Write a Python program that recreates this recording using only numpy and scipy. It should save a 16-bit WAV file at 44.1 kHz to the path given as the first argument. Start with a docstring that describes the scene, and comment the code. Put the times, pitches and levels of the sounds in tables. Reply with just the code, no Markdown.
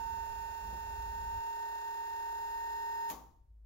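"""An electric hydraulic pump raises a tipper frame in a workshop, then is switched off at once.
Locked to the motor shaft: a whine at 29 times the turn, weaker tones, a rasp that repeats each turn
and the throb of a hiss. The tones are sines; the rasp is one looped noise pattern; the hiss is noise.
The switch snaps, the pump stops with a clack and the room rings out, all as fading noise.
Filtered noise and a low hum make the rumble and the still air underneath."""
import sys
import numpy as np
from scipy import signal
from scipy.fft import rfft, irfft
from scipy.io import wavfile
from scipy.ndimage import uniform_filter1d

SR = 44100
rng = np.random.default_rng(int(sys.argv[2]) if len(sys.argv) > 2 else 0)


def int16_out(signal):
    """Quantize to a 16-bit WAV file."""
    q = np.round(np.clip(np.atleast_2d(signal).T, -1, 1) * 32767)
    wavfile.write(sys.argv[1], SR, q.astype(np.int16))


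N = 160965
TIME = np.arange(N) / SR
OFF_S = 3.104  # motor cut
WHINE_ORDER = 29  # multiple of the shaft speed
PORT_LAG_S = 0.00019  # rasp and hiss reach the right ear this much later

# shaft speed and whine before trim and waver:
# (time [s], speed [turns/s], left level [dB], right level [dB])
SHAFT_RUN = [(0, 31.432, -47, -36.5), (0.3, 31.43, -49, -39.5), (0.62, 31.506, -51.5, -41.5),
             (0.92, 31.4, -47.0, -41.5), (1.05, 31.5, -47, -41), (1.3, 31.63, -42, -39.5),
             (1.7, 31.58, -42.5, -39.5), (2.1, 31.579, -42.5, -39.5), (2.45, 31.63, -40.5, -39),
             (3.05, 31.655, -40.5, -39)]
# motor and gear tones before trim and waver, growth as the frame rises:
# (multiple of the turn, left level [dB], right level [dB], left lead [rad], growth [dB/s])
SHAFT_TONES = [(12, -71, -74, -0.1, 1.5), (13, -60, -65, -0.5, 1.9), (19, -73, -85, 0.8, -3.2),
               (21, -76, -80, -0.2, -1.6), (24, -67, -72, 1.5, 1.5), (25, -70, -81, -2.2, -1.2),
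               (26, -59, -68, -1.3, 0.9), (27, -66, -72, -0.8, 0.8), (30, -66, -74, -2.8, 0.4),
               (32, -71, -71, 1.8, -0.1), (47, -70, -75, 0.9, 0.9), (48, -67, -67, 1.1, -0.3),
               (51, -72, -85, 0.6, 1.3), (52, -69, -75, 1.0, 1.8), (58, -57, -58, 1.7, 2.5),
               (78, -78, -82, -1.3, -1.6), (87, -62, -78, 2.2, 0.3), (117, -72, -75, -3.0, 1.6),
               (130, -76, -81, 0.2, 1.8), (161, -76, -78, -0.8, 4.9), (169, -71, -75, 2.7, -1.0),
               (195, -78, -91, -2.0, 1.0), (213, -71, -80, 3.1, 0.1), (221, -77, -79, -0.0, -1.3),
               (377, -77, -83, -0.0, 3.9), (403, -73, -94, -1.5, 2.6), (468, -76, -88, -2.0, 2.9)]
# colour of the pump body before trims:
# (frequency [Hz], rasp level [dB per multiple], hiss level [dB per Hz], left minus right [dB])
PUMP_BODY = [(150, -95, -103, -2.5), (280, -86, -103, -1.5), (450, -85, -95, 7), (655, -81.5, -95, 2),
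             (895, -80, -82.5, 1), (1052, -83, -91.5, 6), (1340, -81.5, -100, 3.5),
             (1520, -82.5, -89, -1.5), (1960, -85.5, -99, 1), (2420, -89.5, -105, 5),
             (2690, -85, -103, 11.5), (3280, -90, -105, 3.5), (3760, -84, -104, 3), (3960, -91, -107, -0.5),
             (5150, -84, -103, 8), (6140, -93, -107, 7.5), (6740, -83.5, -103, 5.5), (7430, -89, -107, 8),
             (8300, -103, -116, 1), (9140, -99, -114, 1), (10600, -92, -107, 1.5),
             (13000, -93.5, -103, 7.5), (14000, -88.5, -105, 5), (15200, -89, -103, 10)]


def undb(db):
    """Decibels to gain."""
    return 10 ** (np.asarray(db) / 20)


def curve(table, axis=1):
    """One column of a table, joined by straight lines in time."""
    rows = np.array(table)
    return np.interp(TIME, rows[:, 0], rows[:, axis])


def colour(table, hz, axis=1):
    """One column of a spectrum table, read on a log-frequency axis."""
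    rows = np.array(table)
    return np.interp(np.log(np.maximum(hz, 1)), np.log(rows[:, 0]), rows[:, axis])


def pan(db):
    """Left and right gains for a level difference, mean power 1."""
    gains = undb(np.array([[1], [-1]]) * db / 2)
    return gains / np.sqrt(np.mean(gains ** 2, axis=0))


def noise(table, alike=0., axis=1):
    """Stereo noise with a spectrum in dB per Hz; alike is the power share common to both ears."""
    white = rng.standard_normal((3, N))
    share = np.clip(alike, 0, 1)
    both = np.sqrt(1 - share) * white[:2] + np.sqrt(share) * white[2]
    gain = undb(colour(table, np.fft.rfftfreq(N, 1 / SR), axis=axis))
    return irfft(rfft(both) * gain, N) * np.sqrt(SR / 2)


def unit(x):
    """Scale to rms 1."""
    return x / np.sqrt(np.mean(x ** 2))


def walk(rate_hz):
    """Smooth random drift of rms 1 that changes about rate_hz times a second."""
    k = int(SR / rate_hz)
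    steps = np.repeat(rng.standard_normal(N // k + 1), k)
    smooth = uniform_filter1d(uniform_filter1d(steps, k), k)
    return unit(smooth[:N])


def fade(start_s, decay_s, rise_s=1e-4):
    """Envelope that rises at start_s and dies exponentially."""
    age = np.maximum(TIME - start_s, 0)
    return (1 - np.exp(-age / rise_s)) * np.exp(-age / decay_s)


def tone(angle, left_db, right_db, lead_rad):
    """A sine that reaches the two ears with its own level and phase."""
    left = undb(left_db) * np.sin(angle + lead_rad)
    right = undb(right_db) * np.sin(angle)
    return np.sqrt(2) * np.array([left, right])


def pump():
    """The motor turns almost evenly, its housing rings; after the cut, high tones leave less echo."""
    wow, flutter = .00012, .0002  # rms share of the shaft speed
    echo_db, treble_echo_db, tone_t60_s = -12, -22, 0.62
    noise_echo_db, noise_t60_s = -5, 0.58
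    treble_hz, tail_waver_db = 1300, 3.5

    speed = curve(SHAFT_RUN) * (1 + wow * walk(7.84) + flutter * walk(70))
    turns = np.cumsum(speed) / SR
    tones = whine(turns) + throb(turns)
    rough = ringing(rasp(turns) + hiss(turns), width_hz=55, db=3.2, from_hz=2200)

    low = signal.sosfiltfilt(signal.butter(6, treble_hz, fs=SR, output="sos"), tones)
    treble = tones - low
    tones = low * running(echo_db, tone_t60_s) + treble * running(treble_echo_db, tone_t60_s)
    # the dying tones beat, each ear by itself
    onset = np.clip((TIME - OFF_S) / .04, 0, 1)
    beating = undb(tail_waver_db * np.array([walk(35), walk(35)]) * onset)
    return tones * beating + rough * running(noise_echo_db, noise_t60_s)


def whine(turns):
    """The main whine and the weaker tones, all whole multiples of the shaft speed."""
    whine_db, waver_db, lead_rad = 1.66, 0.65, 1.98  # trim, rms waver, lead of the left ear
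    tones_db, tone_waver_db = .5, 1.04  # trim, rms waver
    load_ref_s = 2.0  # growth is 0 dB here
    angle = 2 * np.pi * turns
    main = tone(WHINE_ORDER * angle, curve(SHAFT_RUN, axis=2), curve(SHAFT_RUN, axis=3), lead_rad)
    others = np.zeros((2, N))
    for order, left_db, right_db, tone_lead_rad, growth in SHAFT_TONES:
        start_rad = 2 * np.pi * rng.random()
        level_db = tone_waver_db * walk(7.035) + growth * (TIME - load_ref_s)
        others += tone(order * angle + start_rad, left_db, right_db, tone_lead_rad) * undb(level_db)
    return main * undb(whine_db + waver_db * walk(25.26)) + others * undb(tones_db)


def throb(turns):
    """One shaft-locked tone swells once a turn and weakens as the frame rises."""
    order, start_db, slope_db_per_s = 48, -62.5, -3.5
    swell = np.sin(np.pi * turns) ** 4
    sine = np.sqrt(2) * np.sin(2 * np.pi * order * turns)
    return sine * swell * undb(start_db + slope_db_per_s * TIME)


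def rasp(turns, size=8192, count=500):
    """Brushes and gears scrape the same rough pattern on every turn."""
    rasp_db = 1.0  # trim
    order = np.arange(1, count)
    hz = order * np.mean(curve(SHAFT_RUN))
    lag_rad = np.array([[0], [2 * np.pi * PORT_LAG_S]]) * hz
    # common random phase plus a spread between the ears
    phase = 2 * np.pi * rng.random(count - 1) + .8 * rng.standard_normal((2, count - 1)) - lag_rad
    uneven = unit(undb(2.5 * rng.standard_normal((2, count - 1))))
    gain = undb(colour(PUMP_BODY, hz) + rasp_db) * pan(colour(PUMP_BODY, hz, axis=3)) * uneven
    # leave out the multiples that whine() plays
    gain = gain * ~np.isin(order, [WHINE_ORDER] + [row[0] for row in SHAFT_TONES])
    spectrum = np.pad(gain * np.exp(1j * phase), ((0, 0), (1, 0)))
    one_turn = irfft(spectrum, size) * size / np.sqrt(2)
    return np.array([np.interp(turns, np.arange(size) / size, ear, period=1) for ear in one_turn])


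def hiss(turns):
    """Oil flow and brush noise in the same body, throbbing with the shaft."""
    hiss_db, pulse_depth = -1.5, 0.26  # trim, share of the amplitude
    hz = np.fft.rfftfreq(N, 1 / SR)
    lag = np.exp(-2j * np.pi * hz * np.array([[0], [PORT_LAG_S]]))
    sides = pan(colour(PUMP_BODY, hz, axis=3)) * lag
    flow = irfft(rfft(noise(PUMP_BODY, alike=0.19, axis=2)) * sides, N)
    return flow * undb(hiss_db) * (1 + pulse_depth * np.sin(2 * np.pi * turns))


def ringing(x, width_hz, db, from_hz):
    """Many narrow resonances and dips, random in gain, colour a sound above from_hz."""
    hz = np.fft.rfftfreq(N, 1 / SR)
    centres_hz = np.arange(0, SR / 2, width_hz)
    gain = unit(np.interp(hz, centres_hz, undb(db * rng.standard_normal(len(centres_hz)))))
    return irfft(rfft(x) * np.where(hz > from_hz, gain, 1), N)


def running(echo_db, t60_s):
    """Full level until the motor is cut; then direct sound dies fast and the room lingers."""
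    stop_s = 0.0093  # time constant of the direct sound
    after_s = np.maximum(TIME - OFF_S, 0)
    echo = undb(echo_db)
    return (1 - echo) * np.exp(-after_s / stop_s) + echo * np.exp(-np.log(1000) * after_s / t60_s)


def switch_snaps():
    """Two bright noise snaps of the switch; early echoes and room tail start at the last one."""
    # (time [s], level [dB], decay [s], left minus right [dB])
    snaps = [(3.0918, -40, .0015, -10), (3.0997, -37, .005, 7)]
    # colour of a snap: (frequency [Hz], relative level [dB])
    snap_colour = [(300, -11), (1500, -3), (3000, -4), (5400, -6.5), (6600, 3), (8200, -14.5), (10500, -5),
                   (13500, 0), (16000, -2)]
    early_db, early_s = -5.5, 0.017  # relative to the last snap, decay
    room_db, room_t60_s = -12.5, 0.4  # relative to the last snap

    direct = sum(undb(db) * fade(s, decay_s) * pan(side_db) for s, db, decay_s, side_db in snaps)
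    last_s, last_db = snaps[-1][:2]
    early = undb(early_db) * fade(last_s, early_s, rise_s=0.0038)
    room = undb(room_db) * fade(last_s, room_t60_s / np.log(1000), rise_s=0.0054)
    echoes = undb(last_db) * (early + room) * pan(db=5.0)
    return unit(noise(snap_colour, alike=0.25)) * direct + unit(noise(snap_colour)) * echoes


def stop_clack():
    """The duller clack of the stopping pump: coloured noise that dies exponentially."""
    # (frequency [Hz], relative level [dB])
    clack_colour = [(60, -14), (140, -5.5), (260, 2), (340, 0.5), (550, -6), (780, 2), (1120, -1),
                    (1500, -18.5), (2500, -25), (5000, -24), (6800, -21), (8500, -40)]
    clack_s, clack_db, t60_s = 3.103, -44.5, 0.49
    envelope = fade(clack_s, t60_s / np.log(1000), rise_s=0.0053)
    return unit(noise(clack_colour, alike=0.46)) * undb(clack_db) * envelope * pan(db=2.5)


def workshop():
    """Rumble, bump and hum share a slight lean to the left; still air lies under them."""
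    # still air: (frequency [Hz], level [dB per Hz])
    air_colour = [(100, -108), (400, -117), (1000, -126), (3000, -135), (9000, -138), (15000, -136)]
    return (rumble() + bump() + hum()) * pan(db=1.3) + noise(air_colour, alike=0.27)


def rumble():
    """Two bands of low noise, each with its own level curve."""
    # (time [s], deep level [dB], upper level [dB])
    rumble_levels = [(0, -52.5, -62), (.35, -50, -67.5), (.6, -57, -71.5), (.66, -47.5, -58),
                     (.83, -52.5, -67.5), (.95, -48, -64.5), (1.4, -47.5, -64.5), (1.42, -64, -79),
                     (1.85, -66, -89), (2.55, -60.5, -79.5), (3.05, -64.5, -78), (3.25, -63.5, -69),
                     (3.42, -62, -84), (3.65, -70.5, -87.5)]
    # colours of the two parts: (frequency [Hz], relative level [dB])
    deep_colour = [(10, -26), (25, -8.5), (42, -6.5), (56, 2.5), (72, -4.5), (100, -14.5), (160, -33.5),
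                   (400, -84)]
    upper_colour = [(60, -19), (120, -2.5), (200, -3), (320, -12), (600, -16), (1500, -50)]
    steadiness = .6  # 0 = free swells, 1 = even strength
    deep = noise(deep_colour, alike=0.96)
    swell = np.sqrt(uniform_filter1d(np.mean(deep ** 2, axis=0), size=3000))
    deep = unit(deep / swell ** steadiness) * undb(curve(rumble_levels))
    upper = unit(noise(upper_colour, alike=0.83)) * undb(curve(rumble_levels, axis=2))
    return deep + upper


def bump():
    """One soft bump: a short burst of low noise."""
    # (frequency [Hz], relative level [dB])
    bump_colour = [(60, -5), (160, -3), (520, -4), (900, -22), (3000, -50)]
    bump_s, bump_db, decay_s = .727, -49, 0.026
    return unit(noise(bump_colour, alike=0.77)) * undb(bump_db) * fade(bump_s, decay_s, rise_s=0.0018)


def hum():
    """A steady low sine that swells at the end."""
    # (time [s], level [dB])
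    hum_levels = [(0, -71.5), (3.0, -70.5), (3.42, -65.5), (3.5, -57.5), (3.65, -53.5)]
    hum_hz = 53.8
    return np.sqrt(2) * np.sin(2 * np.pi * hum_hz * TIME) * undb(curve(hum_levels))


def scene():
    """The pump and its switch in the workshop."""
    return pump() + switch_snaps() + stop_clack() + workshop()


def record(dry):
    """A steep elliptic low-pass cuts the top."""
    top_hz = 15800
    return signal.sosfilt(signal.ellip(10, .2, 80, top_hz, fs=SR, output="sos"), dry)


dry = scene()
out = record(dry)
int16_out(out)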